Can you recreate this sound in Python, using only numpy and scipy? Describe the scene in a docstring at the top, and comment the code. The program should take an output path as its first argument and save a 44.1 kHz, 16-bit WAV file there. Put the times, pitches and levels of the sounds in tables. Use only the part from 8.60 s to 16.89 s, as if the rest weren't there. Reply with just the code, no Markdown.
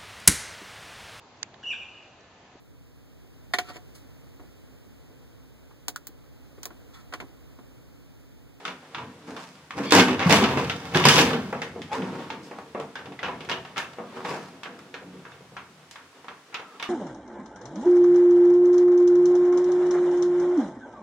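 """Sheet-steel cover worked loose

A thin steel cover comes off an appliance in a small room: its edges click, knock, scrape and squeak
on the chassis, and its big panels boom and pop. Shaped noise and tones follow timed contacts;
noise forces ring the modes of the sheet. The room answers briefly over a quiet hiss.
"""
import sys
import numpy as np
from scipy import signal
from scipy.fft import rfft, irfft, next_fast_len
from scipy.io import wavfile
from scipy.ndimage import map_coordinates

SR = 44100
rng = np.random.default_rng(int(sys.argv[2]) if len(sys.argv) > 2 else 0)


def digitize_waveform(pressure):
    """Quantize a signal to 16-bit integers and store it at the path in sys.argv[1].

    Rows of a 2-D input are taken as channels; values are limited to [-1, 1].
    """
    field = np.atleast_2d(pressure).T
    bounded = np.clip(field, -1, 1)
    quanta = np.round(bounded * 32767).astype(np.int16)
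    wavfile.write(sys.argv[1], SR, quanta)


N = 365588


def amp(db):
    """Linear gain of a dB value."""
    return 10 ** (np.asarray(db) / 20)


def unit(x):
    """x scaled to rms 1."""
    return x / np.sqrt(np.mean(x ** 2, axis=-1, keepdims=True) + 1e-20)


def along(points, hz):
    """Interpolates (frequency [Hz], value) points on a log frequency axis."""
    f, v = np.transpose(points)
    return np.interp(np.log(hz + 1), np.log(f + 1), v)


def curves(rows, outside=None):
    """One value per sample for each column after the time."""
    s, *cols = np.transpose(rows)
    return [np.interp(np.arange(N) / SR, s, c, outside, outside) for c in cols]


def wobble(knots_per_s):
    """A smooth random curve."""
    knots = rng.standard_normal(int(N * knots_per_s / SR) + 4)
    return map_coordinates(knots, [np.arange(N) * knots_per_s / SR])


def filtered(x, response):
    """x times a complex response of frequency."""
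    n = x.shape[-1]
    m = next_fast_len(n + 8192)
    return irfft(rfft(x, m) * response(np.fft.rfftfreq(m, 1 / SR)), m)[..., :n]


def coloured(x, points):
    """x with the given spectrum, rms 1."""
    return unit(filtered(x, lambda hz: amp(along(points, hz))))


def spread(pair, alike):
    """Two unrelated signals become left and right with a set correlation per frequency."""
    def turn(hz):
        return np.arccos(np.clip(along(alike, hz), -1, 1)) / 2
    mid, side = filtered(pair, lambda hz: np.array([np.cos(turn(hz)), np.sin(turn(hz))]))
    return np.array([mid + side, mid - side])


def gestures(s, held, db, rise, sag, fall):
    """Gain of gestures that rise, are held and die away at steady dB rates; their powers add."""
    t = np.arange(0, N + 64, 64) / SR
    since = t - np.reshape(s, (-1, 1))
    held, fall = np.reshape(held, (-1, 1)), np.reshape(fall, (-1, 1))
    shape_db = rise * np.minimum(since, 0)
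    shape_db = shape_db - sag * np.clip(since, 0, held)
    shape_db = shape_db - fall * np.maximum(since - held, 0)
    power = np.sum(amp(np.reshape(db, (-1, 1)) + shape_db) ** 2, axis=0)
    return np.interp(np.arange(N) / SR, t, np.sqrt(power))


RADIATES_HZ = 250


def small(x):
    """A small source radiates little bass: second-order high-pass."""
    return filtered(x, lambda f: (1j * f / (RADIATES_HZ + 1j * f)) ** 2)


# modes of the cover: (frequency [Hz], width [Hz], level [dB])
SHEET_MODES = [(102, 7.7, -8), (169.3, 4.9, -3), (183.7, 23, 4), (254.3, 7.9, 10.5), (284.8, 5.5, 1.5),
               (364.5, 10.6, 4), (380.2, 12, -0.5), (430, 22, -6), (465.5, 44, 0), (536, 5.7, -14),
               (696, 74, -23), (672.7, 11, 8), (783, 3.5, -2), (897, 7, 3), (941, 21, -4.5),
               (991.6, 14, 6.5), (1133, 21, -0.5), (1206, 7.7, 6), (1314, 19, -12.5), (1323, 9.4, -2),
               (1370, 260, -9), (1562, 13, 8), (1666, 99, -5.5), (1768, 14, 5), (1835.5, 29, -1.5),
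               (2025, 72, -20), (2165, 8.1, 2), (2454, 24, 3.5), (2660, 51, -7.5), (2910, 20, 8),
               (3080, 480, -6.5), (3157, 40, 7.5), (3557, 71, 0.5), (4310, 38, 7), (4913, 23, -12)]
LEAST_LOSS = .011  # least mode width as a share of its frequency: hands damp the sheet


def sheet(force, scatter_db=0):
    """The cover passes the force and rings at its modes; scatter gives each row its own mode strengths."""
    c, w, db = np.transpose(SHEET_MODES)[..., None]
    w = np.maximum(w, LEAST_LOSS * c)
    sign = (-1) ** np.arange(len(SHEET_MODES))
    gains = sign * amp(db[:, 0] + scatter_db)
    return filtered(force, lambda f: 1 + gains @ (1j * f * w / (c * c - f * f + 1j * f * w)))


# hiss colour: (frequency [Hz], relative level [dB])
HISS_COLOUR = [(25, -5), (50, -13), (100, -30), (130, -26), (170, -13), (280, -3), (600, -8), (1200, -4.5),
               (3000, -9.5), (6000, -14), (10000, -21), (16000, -33)]
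# left-right likeness of diffuse sound: (frequency [Hz], correlation [0-1])
DIFFUSE_ALIKE = [(30, .6), (80, .985), (300, .97), (700, .88), (1500, .5), (3000, .02), (16000, .05)]


def hiss():
    """Room tone and microphone noise: steady coloured noise."""
    return amp(-55.5) * spread(coloured(rng.standard_normal((2, N)), HISS_COLOUR), DIFFUSE_ALIKE)


# reverberation: (frequency [Hz], t60 [s])
ROOM_T60 = [(150, 0.87), (500, 0.22), (1500, 0.41), (4000, 0.27), (10000, 0.3)]


def room(x):
    """Noise tails die at a rate set per frequency; each third of a second gets its own echo pattern."""
    hop, out = SR // 3, np.zeros((2, N + SR))
    delay = 200  # samples
    for start in range(0, N, hop):
        hz, t, z = signal.stft(rng.standard_normal((2, SR // 2)), SR, nperseg=256)
        decay = amp(-60 * t / along(ROOM_T60, hz)[:, None])
        tail = signal.istft(z * decay, SR, nperseg=256)[1]
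        tail = tail / np.linalg.norm(tail[0])
        wet = signal.fftconvolve(x[None, start:start + hop], tail, axes=1)
        out[:, start + delay:start + delay + wet.shape[1]] += wet
    return spread(out[:, :N], DIFFUSE_ALIKE)


# panel buckling: (time at full strength [s], held [s], relative level [dB])
BUCKLES = [(.09, 0, -41), (.385, 0.12, -44.5), (.46, 0.31, -46), (.69, 0.024, -36.5), (.79, 0.12, -48),
           (1.172, 0.11, -29), (1.342, 0.064, -14.5), (1.49, 0.025, -22), (1.713, 0.15, -18),
           (1.974, 0, -20.5), (2.05, 0, -29), (2.15, 0.032, -37.5), (2.361, 0, -20), (2.467, 0.011, -19.5),
           (2.57, 0.108, -20.5), (2.749, 0.0082, -25), (2.841, 0.049, -34.5), (2.95, 0.12, -34.5),
           (3.12, 0.15, -41), (3.384, 0.047, -28), (3.529, 0.0062, -29.5), (3.6, 0.0082, -38),
           (3.72, 0.41, -42), (4.19, 0.35, -48), (4.47, 0.066, -41.5), (4.63, 0.29, -41.5),
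           (4.92, 0.052, -40.5), (5.17, 0, -39), (5.4, 0.11, -41.5), (5.56, 0.2, -38.5), (5.7, 0.12, -39),
           (5.93, 0.023, -44), (6.05, 0.17, -44.5), (6.3, 0.29, -49), (6.432, 0.049, -46), (6.54, 0, -42),
           (6.82, 0.03, -54.5), (6.98, 0, -50), (7.1, 0, -58), (7.69, 0.025, -49)]
# trembling in the hands: (time [s], relative rustle level [dB], relative deep rumble level [dB])
TREMBLES = [(0, -43.5, -68), (.2, -51.5, -70), (.4, -44.5, -43), (.7, -53.5, -74), (1.15, -51.5, -53.5),
            (1.55, -38.5, -53), (1.9, -25.5, -30.5), (2.2, -42.5, -45), (2.52, -20, -26.5),
            (2.75, -32, -38), (3.15, -53, -43.5), (3.55, -39.5, -55), (4.25, -54, -54), (4.66, -55, -50),
            (4.8, -43, -46.5), (5.47, -47, -62), (5.7, -34.5, -70), (5.86, -49.5, -67.5),
            (6.83, -52.5, -54.5), (7.6, -57, -67), (7.99, -57, -85), (8.15, -47, -87), (8.29, -63, -82)]
# colours of the forces: (frequency [Hz], relative level [dB])
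BOOM_COLOUR = [(60, -59), (110, -8), (160, -0.5), (300, 3), (500, -1.5), (900, -24), (3000, -79.5)]
DEEP_COLOUR = [(20, -47), (50, -33.5), (80, -2.5), (110, -11), (150, 0), (300, -72)]
RUSTLE_COLOUR = [(70, -37), (150, -8), (260, 2.5), (450, 3), (900, 1.5), (1600, -5.5), (3200, -9.5),
                 (4500, -13.5), (12000, -30.5)]
SWELL_DB_PER_S, SAG_DB_PER_S, DAMP_DB_PER_S = 536, 17, 172  # rise, loss while held, decay
DEEP_DB, DEEP_DAMP_DB_PER_S = -16, 64  # the lowest modes start weaker and ring longer


def panels():
    """Buckling drives the low modes in lumps; trembling adds deep rumble and a rustle of loose edges."""
    s, held, db = np.transpose(BUCKLES)
    rustle_db, rumble_db = curves(TREMBLES)
    forces = []
    for colour in (BOOM_COLOUR, DEEP_COLOUR, RUSTLE_COLOUR):
        lumps = rng.standard_normal((2, N)) * amp(2.45 * wobble(26))
        forces.append(coloured(lumps, colour))
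    boom, deep, rustle = unit(sheet(np.array(forces)))
    booming = gestures(s, held, db, SWELL_DB_PER_S, SAG_DB_PER_S, DAMP_DB_PER_S)
    ringing = gestures(s, held, db + DEEP_DB, SWELL_DB_PER_S, SAG_DB_PER_S, DEEP_DAMP_DB_PER_S)
    return booming * boom + np.hypot(ringing, amp(rumble_db)) * deep + amp(rustle_db) * rustle


# panel snap-throughs: (time [s], relative level [dB], frequency [Hz], t60 [s])
PANEL_POPS = [(1.323, -13, 290, 0.11), (1.66, -3, 169.7, 0.14), (1.697, -19, 182, .15),
              (2.352, -11.5, 165.4, 0.13), (2.355, -11, 366, 0.22), (2.452, -7.5, 141, 0.079),
              (2.468, -9, 223, .08), (2.546, -11, 375, .08), (2.568, -23, 179, 0.13),
              (3.368, -20, 455, 0.19), (3.373, -24, 255.3, 0.46), (6.667, -48, 179, .08),
              (6.817, -34, 192, .05), (6.929, -36, 200, 0.064), (7.101, -37, 200, 0.056)]
POP_RISE_S = 0.0028


def pops():
    """A panel snaps through: one low mode, pushed softly and quickly damped by the hands."""
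    t, out = np.arange(SR // 2) / SR, np.zeros(N + SR)
    for s, db, hz, t60 in PANEL_POPS:
        envelope = amp(db - 60 * t / t60) * (1 - np.exp(-t / POP_RISE_S))
        out[round(s * SR):][:len(t)] += envelope * np.sin(2 * np.pi * hz * t)
    return out[:N]


# edge squeaks: (time [s], held [s], pitch [Hz], glide [Hz/s], relative fundamental level [dB],
# relative level of each overtone [dB], pitch unsteadiness [share of pitch])
SLIP_SQUEAKS = [(1.264, 0.056, 1174, -210, -53, -38.5, 0.07), (3.322, 0.04, 794, 6500, -29.5, -46, 0.05),
                (8.058, 0.123, 1305, -500, -50.5, -78, 0.04)]
SQUEAK_EDGE_DB_PER_S = 700  # rise and fall


def squeak():
    """The slipping edge sounds slightly unsteady gliding tones with three overtones."""
    out, edge = np.zeros(N), SQUEAK_EDGE_DB_PER_S
    for s, held, hz, glide, db, overtones_db, unsteady in SLIP_SQUEAKS:
        gliding = hz + glide * np.clip(np.arange(N) / SR - s, 0, held)
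        pitch = gliding * (1 + unsteady * wobble(130))
        phase = 2 * np.pi * np.cumsum(pitch) / SR
        overtones = sum(np.sin(k * phase) for k in range(2, 5))
        tone = amp(db) * np.sin(phase) + amp(overtones_db) * overtones
        out += np.sqrt(2) * gestures(s, held, 0, edge, 0, edge) * amp(1.6 * wobble(90)) * tone
    return out


# sliding strokes: (time at full force [s], held [s], relative level [dB], fade [dB/s],
# clang re scrape [dB], brightness re scrape [dB])
SLIDES = [(.678, 0.13, -41.5, 69, -17, -10.5), (.8, 0.16, -55, 150, 1, 4.5),
          (1.174, 0, -32.5, 106, -17, -11.5), (1.24, 0.15, -40, 400, -1.5, -7.5),
          (1.337, 0.074, -19.5, 334, 0, -6), (1.484, 0.022, -26, 188, -5.5, -18),
          (1.608, 0.032, -25, 396, -4.5, -29), (1.668, 0.034, -23.5, 502, -12, -15),
          (1.709, 0.044, -16.5, 200, -3, -6), (1.828, 0, -23.5, 103, -5.5, -22),
          (1.988, 0, -31, 191, -3.5, -9.5), (2.03, 0, -43.5, 11, -5, -6),
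          (2.325, 0.05, -36.5, 398, -6.5, -16), (2.362, 0, -23.5, 202, -3, -10.5),
          (2.4, 0.0062, -37, 400, 4, -2), (2.463, 0, -17, 405, -1, -24), (2.493, 0.081, -21, 262, 2, -5),
          (2.539, 0.071, -21.5, 300, 3, -1), (2.59, 0.042, -23, 295, -0.5, -6),
          (2.66, 0.051, -28, 170, -6, -23), (3.318, 0.084, -35.5, 400, -17, -24),
          (3.334, 0, -29, 168, -13.5, -14), (3.425, .18, -34.5, 346, -39, -16.5),
          (3.84, 0, -56.5, 206, -14, 9.5), (3.99, 0.00047, -40, 302, -48, -20),
          (4.639, 0.037, -33.5, 300, -4.5, -43), (5.33, 0.0085, -51.5, 300, -4, -9),
          (5.565, 0.058, -39.5, 300, -41, -17.5), (5.652, 0, -35, 67, -13, -9.5),
          (5.7, 0.12, -57, 124, 0, 6.5)]
# colours of the forces, the last two also for knocks: (frequency [Hz], relative level [dB])
GRIT_COLOUR = [(150, -6), (450, 0), (900, 6), (1700, -5.5), (2600, -11), (6000, -94.5)]
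CLANG_COLOUR = [(800, -22.5), (1900, -5), (2500, -0.5), (3400, -2.5), (4300, -9), (6500, -16), (9000, -36)]
SNAP_COLOUR = [(1500, -50), (3500, -8), (5000, 0), (7500, -6), (10000, -11), (16000, -23)]
GRIP_DB_PER_S, TIRE_DB_PER_S = 889, 60  # a stroke bites fast and slackens while held
SHIFT_PER_S, SHIFT_DB, SCRAPE_DB = 14, 13, -2.5  # rate and range of mode changes; gain


def scrape():
    """Dense uneven slips of steel on steel shake the sheet; the travelling contact drives other modes."""
    slips = (rng.random(N) < .008) * amp(4.5 * np.minimum(rng.exponential(size=N), 3))
    clumps = amp(0.45 * wobble(35.04) + 1.94 * wobble(150))
    force = (unit(slips) + 1.35) * clumps * rng.standard_normal((2, N))
    s, held, level_db, fade, clang_db, bright_db = np.transpose(SLIDES)
    layers = ((GRIT_COLOUR, level_db), (CLANG_COLOUR, level_db + clang_db),
              (SNAP_COLOUR, level_db + bright_db))
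    driven = np.zeros((2, N))
    for colour, db in layers:
        gain = gestures(s, held, db, GRIP_DB_PER_S, TIRE_DB_PER_S, fade)
        driven += gain * coloured(force, colour)
    # three contact spots with their own mode strengths share constant power
    spots = amp([10 * wobble(SHIFT_PER_S) for _ in range(3)])
    spots = spots / np.linalg.norm(spots, axis=0)
    scatter_db = SHIFT_DB * (rng.random((3, len(SHEET_MODES))) - .5)
    return amp(SCRAPE_DB) * sheet(driven[:, None] * spots, scatter_db).sum(axis=1)


# contacts that catch one mode: (time [s], relative level [dB], nearest mode frequency [Hz])
CAUGHT_MODES = [(1.31, -25, 3535), (1.321, -18, 996), (1.323, -10, 1450), (1.35, -31, 1000),
                (1.385, -14, 2180), (1.708, -17, 3535), (1.697, -22, 4950), (1.724, -20, 4950),
                (1.726, -20.5, 2890), (1.722, -10, 675), (1.815, -18, 1138), (1.831, -19, 1300),
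                (1.84, -20, 2890), (1.84, -25, 4950), (2.35, -13, 1660), (2.41, -17, 1150),
                (2.453, -8, 4950), (2.454, -12, 1000), (2.486, -21, 4950), (2.375, -24, 3540),
                (2.509, -8, 3155), (2.535, -12, 3540), (2.56, -18, 2910), (2.594, -17, 3155),
                (2.73, -14.5, 464), (2.929, -18.5, 464), (2.93, -28, 640), (2.931, -18, 1390),
                (3.019, -33, 1960), (3.702, -29.5, 885), (3.704, -28, 1390), (4.149, -21, 464),
                (4.15, -33, 640), (4.177, -27, 464), (4.354, -36, 1550), (4.591, -23.5, 1960),
                (4.632, -22, 1660), (4.647, -25, 2650), (4.648, -26, 2910), (4.688, -29, 1000),
                (4.699, -33, 1000), (4.895, -33, 1780), (4.915, -20, 2890), (4.93, -27, 3155),
                (4.918, -25, 1000), (5.163, -43, 885), (5.168, -28, 1960), (5.173, -35, 1300),
                (5.178, -24, 2650), (5.184, -33, 2180), (5.198, -27, 1780), (5.22, -31, 2650),
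                (5.246, -29.5, 2650), (5.386, -31, 464), (5.387, -33, 640), (6.034, -40, 1450),
                (6.341, -42, 1450), (6.652, -39, 1450), (6.664, -40, 464), (6.719, -33, 1450),
                (6.72, -44, 2650), (6.807, -36, 464), (6.922, -47, 464), (6.968, -39, 1450),
                (6.975, -40, 1000), (6.968, -32, 2650), (7.089, -44, 464), (7.357, -40, 1450),
                (7.941, -28, 1450), (7.944, -32, 2650), (7.948, -40, 2180), (8.2, -30.5, 940),
                (8.226, -29, 1450), (8.226, -41, 2650), (8.23, -46, 2180)]
RING_RISE_S, FLUTTER_DB = 0.00036, 2.2  # hands make the modes flutter


def rings():
    """Single modes of the sheet, each dying at the rate its width gives."""
    s, db, near_hz = np.transpose(CAUGHT_MODES)[..., None]
    modes = np.array(SHEET_MODES)
    nearest = np.argmin(np.abs(modes[:, 0] - near_hz), axis=1)
    hz, width = modes[nearest, :2].T[..., None]
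    width = np.maximum(width, LEAST_LOSS * hz)
    t, out = np.arange(SR // 3) / SR, np.zeros(N + SR)
    envelope = amp(db) * np.exp(-np.pi * width * t) * (1 - np.exp(-t / RING_RISE_S))
    tones = envelope * np.sin(2 * np.pi * hz * t)
    for start, tone in zip(s[:, 0], tones):
        out[round(start * SR):][:len(t)] += tone
    return small(out[:N]) * amp(FLUTTER_DB * wobble(110))


# edge on chassis: (time [s], relative level [dB], relative thud level [dB], relative clang level [dB],
# relative snap level [dB], strongest ring [Hz])
CONTACTS = [(.052, -24.5, -15, 2.5, -9, 1360), (0.078, -26.5, -6, 1.5, -30, 970),
            (0.347, -25.5, -16, 0.5, -28, 1300), (0.382, -26, -7, -6.5, -31, 1010),
            (0.765, -30.5, -1.5, -0.5, -9.5, 1170), (1.107, -28, -20, -3.5, -13, 1090),
            (1.186, -24, -21, -23, -22, 930), (1.308, -26, -10, 11.5, 6, 2100),
            (1.322, -4.5, -0.5, -5.5, -6, 1010), (1.35, -5, -18, -29, -5.5, 706),
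            (1.364, -20, -12, -2, -9, 1200), (1.382, -16.5, -7, 1, -3.5, 2000),
            (1.397, -11.5, -10, 3.5, -15, 1500), (1.593, -20.5, -19, 1.5, -22, 1420),
            (1.696, -12, -1, -2, -8, 960), (1.706, -18.5, -15, 6, -14, 1190),
            (1.725, -13, -17, 3, 0.5, 935), (1.768, -22, -8, 5, -10, 1500), (1.81, -21, -22, -2, -26, 1110),
            (1.839, -16.5, -9, 3.5, -20, 1100), (1.973, -15.5, 0, -19, -21, 710),
            (2.097, -22, -7, 6.5, -16, 1470), (2.346, -15.5, -24, 1, -24, 1580),
            (2.372, -20, 4.5, 3.5, -8, 1110), (2.417, -33, -12, 9, -10.5, 1100),
            (2.439, -22.5, -8, 11, -11, 1000), (2.453, -8, 0, 1, -3.5, 920),
            (2.486, -15.5, -19, 10.5, 8, 1370), (2.732, -24.5, 5, 3, -30.5, 1260),
            (2.927, -23, 6.5, -19, -20, 710), (3.018, -21, -6, -2, -12, 1700),
            (3.159, -43, 16, -23, -24, 734), (3.218, -38.5, -22, 8, -4, 1840),
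            (3.324, -36.5, 4, -16, -26, 780), (3.353, -31, 8.5, -19, -5.5, 1010),
            (3.42, -29, -3, -5, -28, 834), (3.702, -25.5, -10, 0.5, -37, 850),
            (3.912, -32, 4, -26, -18, 720), (4.148, -29.5, 11, -14, -35, 750),
            (4.177, -41, 15.5, -4, -20, 810), (4.199, -33.5, 11.5, -0.5, -8, 915),
            (4.355, -26.5, -11, -1.5, -19, 1530), (4.389, -33.5, 1.5, -5, -27, 1750),
            (4.457, -38.5, 7.5, 2.5, -13, 700), (4.521, -37.5, -1, -3, -19, 740),
            (4.591, -33, -1, 0, -31, 2110), (4.63, -21.5, -22, -3, -30, 1680),
            (4.647, -33, -20, -3, -30, 1040), (4.684, -25.5, 4, -11, -35, 950),
            (4.806, -41.5, 7, 9, -4, 729), (4.849, -45, 8, 9, -3, 704), (4.889, -26, -2, -2, -17, 1660),
            (4.896, -22.5, -8, 4, -11, 1000), (4.914, -25, 0.5, 7, -28, 970),
            (5.05, -33, -20, -2, -23, 780), (5.161, -27, -15, -6, -25, 1300),
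            (5.169, -22, -11, -3, -20, 895), (5.179, -21.5, -7.5, 3, -5, 1330),
            (5.219, -51, -15, -4, -16, 900), (5.244, -54, -15, 4, -20, 1300),
            (5.385, -34, 14, -33, -35, 770), (5.649, -22.5, -2.5, -7, -26, 860),
            (5.709, -28.5, 7, -16, -22, 764), (5.739, -27, 2, -22, -18, 1000),
            (6.033, -29, -17, 1.5, -13, 1270), (6.056, -28, -3, -10, -32, 1530),
            (6.19, -39, -24, -6, -8, 1380), (6.341, -29, -4.5, 0.5, -25, 1530),
            (6.419, -45.5, 10, -19, -24, 1050), (6.652, -33, -19, -11, -29, 1470),
            (6.666, -46.5, 6, -15, -29, 900), (6.719, -44, -16, 3, -24, 1580),
            (6.807, -52, 8, -17, -21, 732), (6.92, -48, 7, -13, -21, 727),
            (6.967, -27.5, -24, -5, -36, 1340), (7.091, -63, -1, -22, -33, 720),
            (7.311, -41.5, -15, 2, 4.5, 2140), (7.357, -33, -17, -4, -24, 1470),
            (7.644, -39.5, -1, -10, -16, 900), (7.683, -28.5, -7.5, -5.5, -32, 1130),
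            (7.926, -33.5, -11, -16, -27, 840), (7.943, -23.5, -13, 2.5, -21, 1350),
            (7.996, -31.5, -2, -6, -31, 950), (8.198, -29, -10, 1, -22, 910),
            (8.226, -24.5, -8.5, 4, -12, 1270)]
# colours of the forces: (frequency [Hz], relative level [dB])
THUD_COLOUR = [(40, -46.5), (150, -7.5), (400, 2), (700, 3), (1300, -5), (4000, -87)]
BODY_COLOUR = [(150, -71.5), (500, -10.5), (900, 3), (1700, -0.5), (2600, -3.5), (6000, -77)]
RING_T60_S, PUSH_HZ = 0.27, 468  # decay of the sheet, spring-back of the contact
CRACK_DB, SNAP_CRACK_DB = 1.5, 14  # excess at the start: crack, treble spike


def knocks():
    """The contact point cracks and springs back; the sheet's dense modes die away, clang and snap faster."""
    s, db, thud_db, clang_db, snap_db, ring_hz = np.transpose(CONTACTS)[..., None]
    t, t60 = np.arange(SR // 3) / SR, RING_T60_S
    noise = rng.standard_normal((len(s), 3, 2, len(t))).transpose(1, 2, 0, 3)
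    crack = 1 + amp(CRACK_DB - 60 * t / 0.028)
    snap_crack = 1 + amp(SNAP_CRACK_DB - 60 * t / 0.0086)
    thud = amp(thud_db - 60 * t / t60) * coloured(noise[0], THUD_COLOUR)

    def favour(f):
        """Where the edge is struck favours one region of the modes."""
        return 1 + .9 * np.exp(-(np.log((f + 1) / ring_hz) / 0.16) ** 2)
    struck = unit(filtered(coloured(noise[1], BODY_COLOUR), favour))
    body = amp(-60 * t / t60) * struck
    clang = amp(clang_db - 60 * t / (0.61 * t60)) * coloured(noise[0], CLANG_COLOUR)
    snap = amp(snap_db - 60 * t / (0.81 * t60)) * coloured(noise[2], SNAP_COLOUR)
    push = 2.6 * amp(thud_db + CRACK_DB - 60 * t / .035) * np.sin(2 * np.pi * PUSH_HZ * t)
    click = 3.7 * amp(CRACK_DB - 60 * t / 0.0088) * np.sin(2 * np.pi * ring_hz * t)
    point = small(push + click) * np.array([1, 0])[:, None, None]  # a point source has no width
    scatter_db = 6 * (rng.random((len(s), len(SHEET_MODES))) - 1)
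    ringing = sheet(thud + crack * (body + clang) + snap_crack * snap, scatter_db)
    hits = amp(db - 9.0) * (1 - np.exp(-t / 0.00029)) * (point + ringing)
    out = np.zeros((2, N + SR))
    for k, start in enumerate(s[:, 0]):
        out[:, round(start * SR):][:, :len(t)] += hits[:, k]
    return out[:, :N]


# where the hands work: (time [s], weight of the lagging copy [0-1])
HAND_PLACE = [(0, 0.63), (.9, 0.24), (1.2, 0.81), (2.9, 1), (3.2, 0.26), (8.29, 0.21)]
# left-right likeness of the broad sheet: (frequency [Hz], correlation [0-1])
SHEET_ALIKE = [(30, .8), (100, .99), (300, .99), (700, .95), (1500, .7), (3000, .35), (16000, .35)]
# port balance: (frequency [Hz], left over right [dB])
PORT_LEAN = [(100, .7), (1000, .5), (2500, -1.2), (10000, -.8)]
LAG_S = .00007  # left after right in the lagging copy


def scene():
    """The cover reaches two close ports directly and by way of the walls."""
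    centred = pops() + rings() + squeak()
    pair = knocks() + scrape() + panels() + centred * [[1], [0]]
    aside, = curves(HAND_PLACE)
    aside, half = np.clip(aside, 0, 1), np.array([[.5], [-.5]])
    ahead = filtered(spread(pair, SHEET_ALIKE), lambda hz: amp(along(PORT_LEAN, hz) * half))
    lagging = filtered(ahead, lambda hz: np.exp(-2j * np.pi * hz * LAG_S * half))
    direct = aside * lagging + (1 - aside) * ahead
    return amp(-3.0) * direct + amp(-10.5) * room(pair[0]) + hiss()


# microphone bass roll-off: (frequency [Hz], level [dB])
MIC_RESPONSE = [(10, -47.5), (30, -21.5), (60, -12), (100, -1), (20000, -0.5)]
TOP_HZ = 16000


def record(dry):
    """The microphone loses deep bass, rounds off the loudest peaks and passes nothing above its band limit."""
    heard = filtered(dry, lambda hz: amp(along(MIC_RESPONSE, hz)))
    clipped = heard / (1 + np.abs(heard) ** 8) ** (1 / 8)
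    return filtered(clipped, lambda hz: hz < TOP_HZ)


dry = scene()
out = record(dry)
digitize_waveform(out)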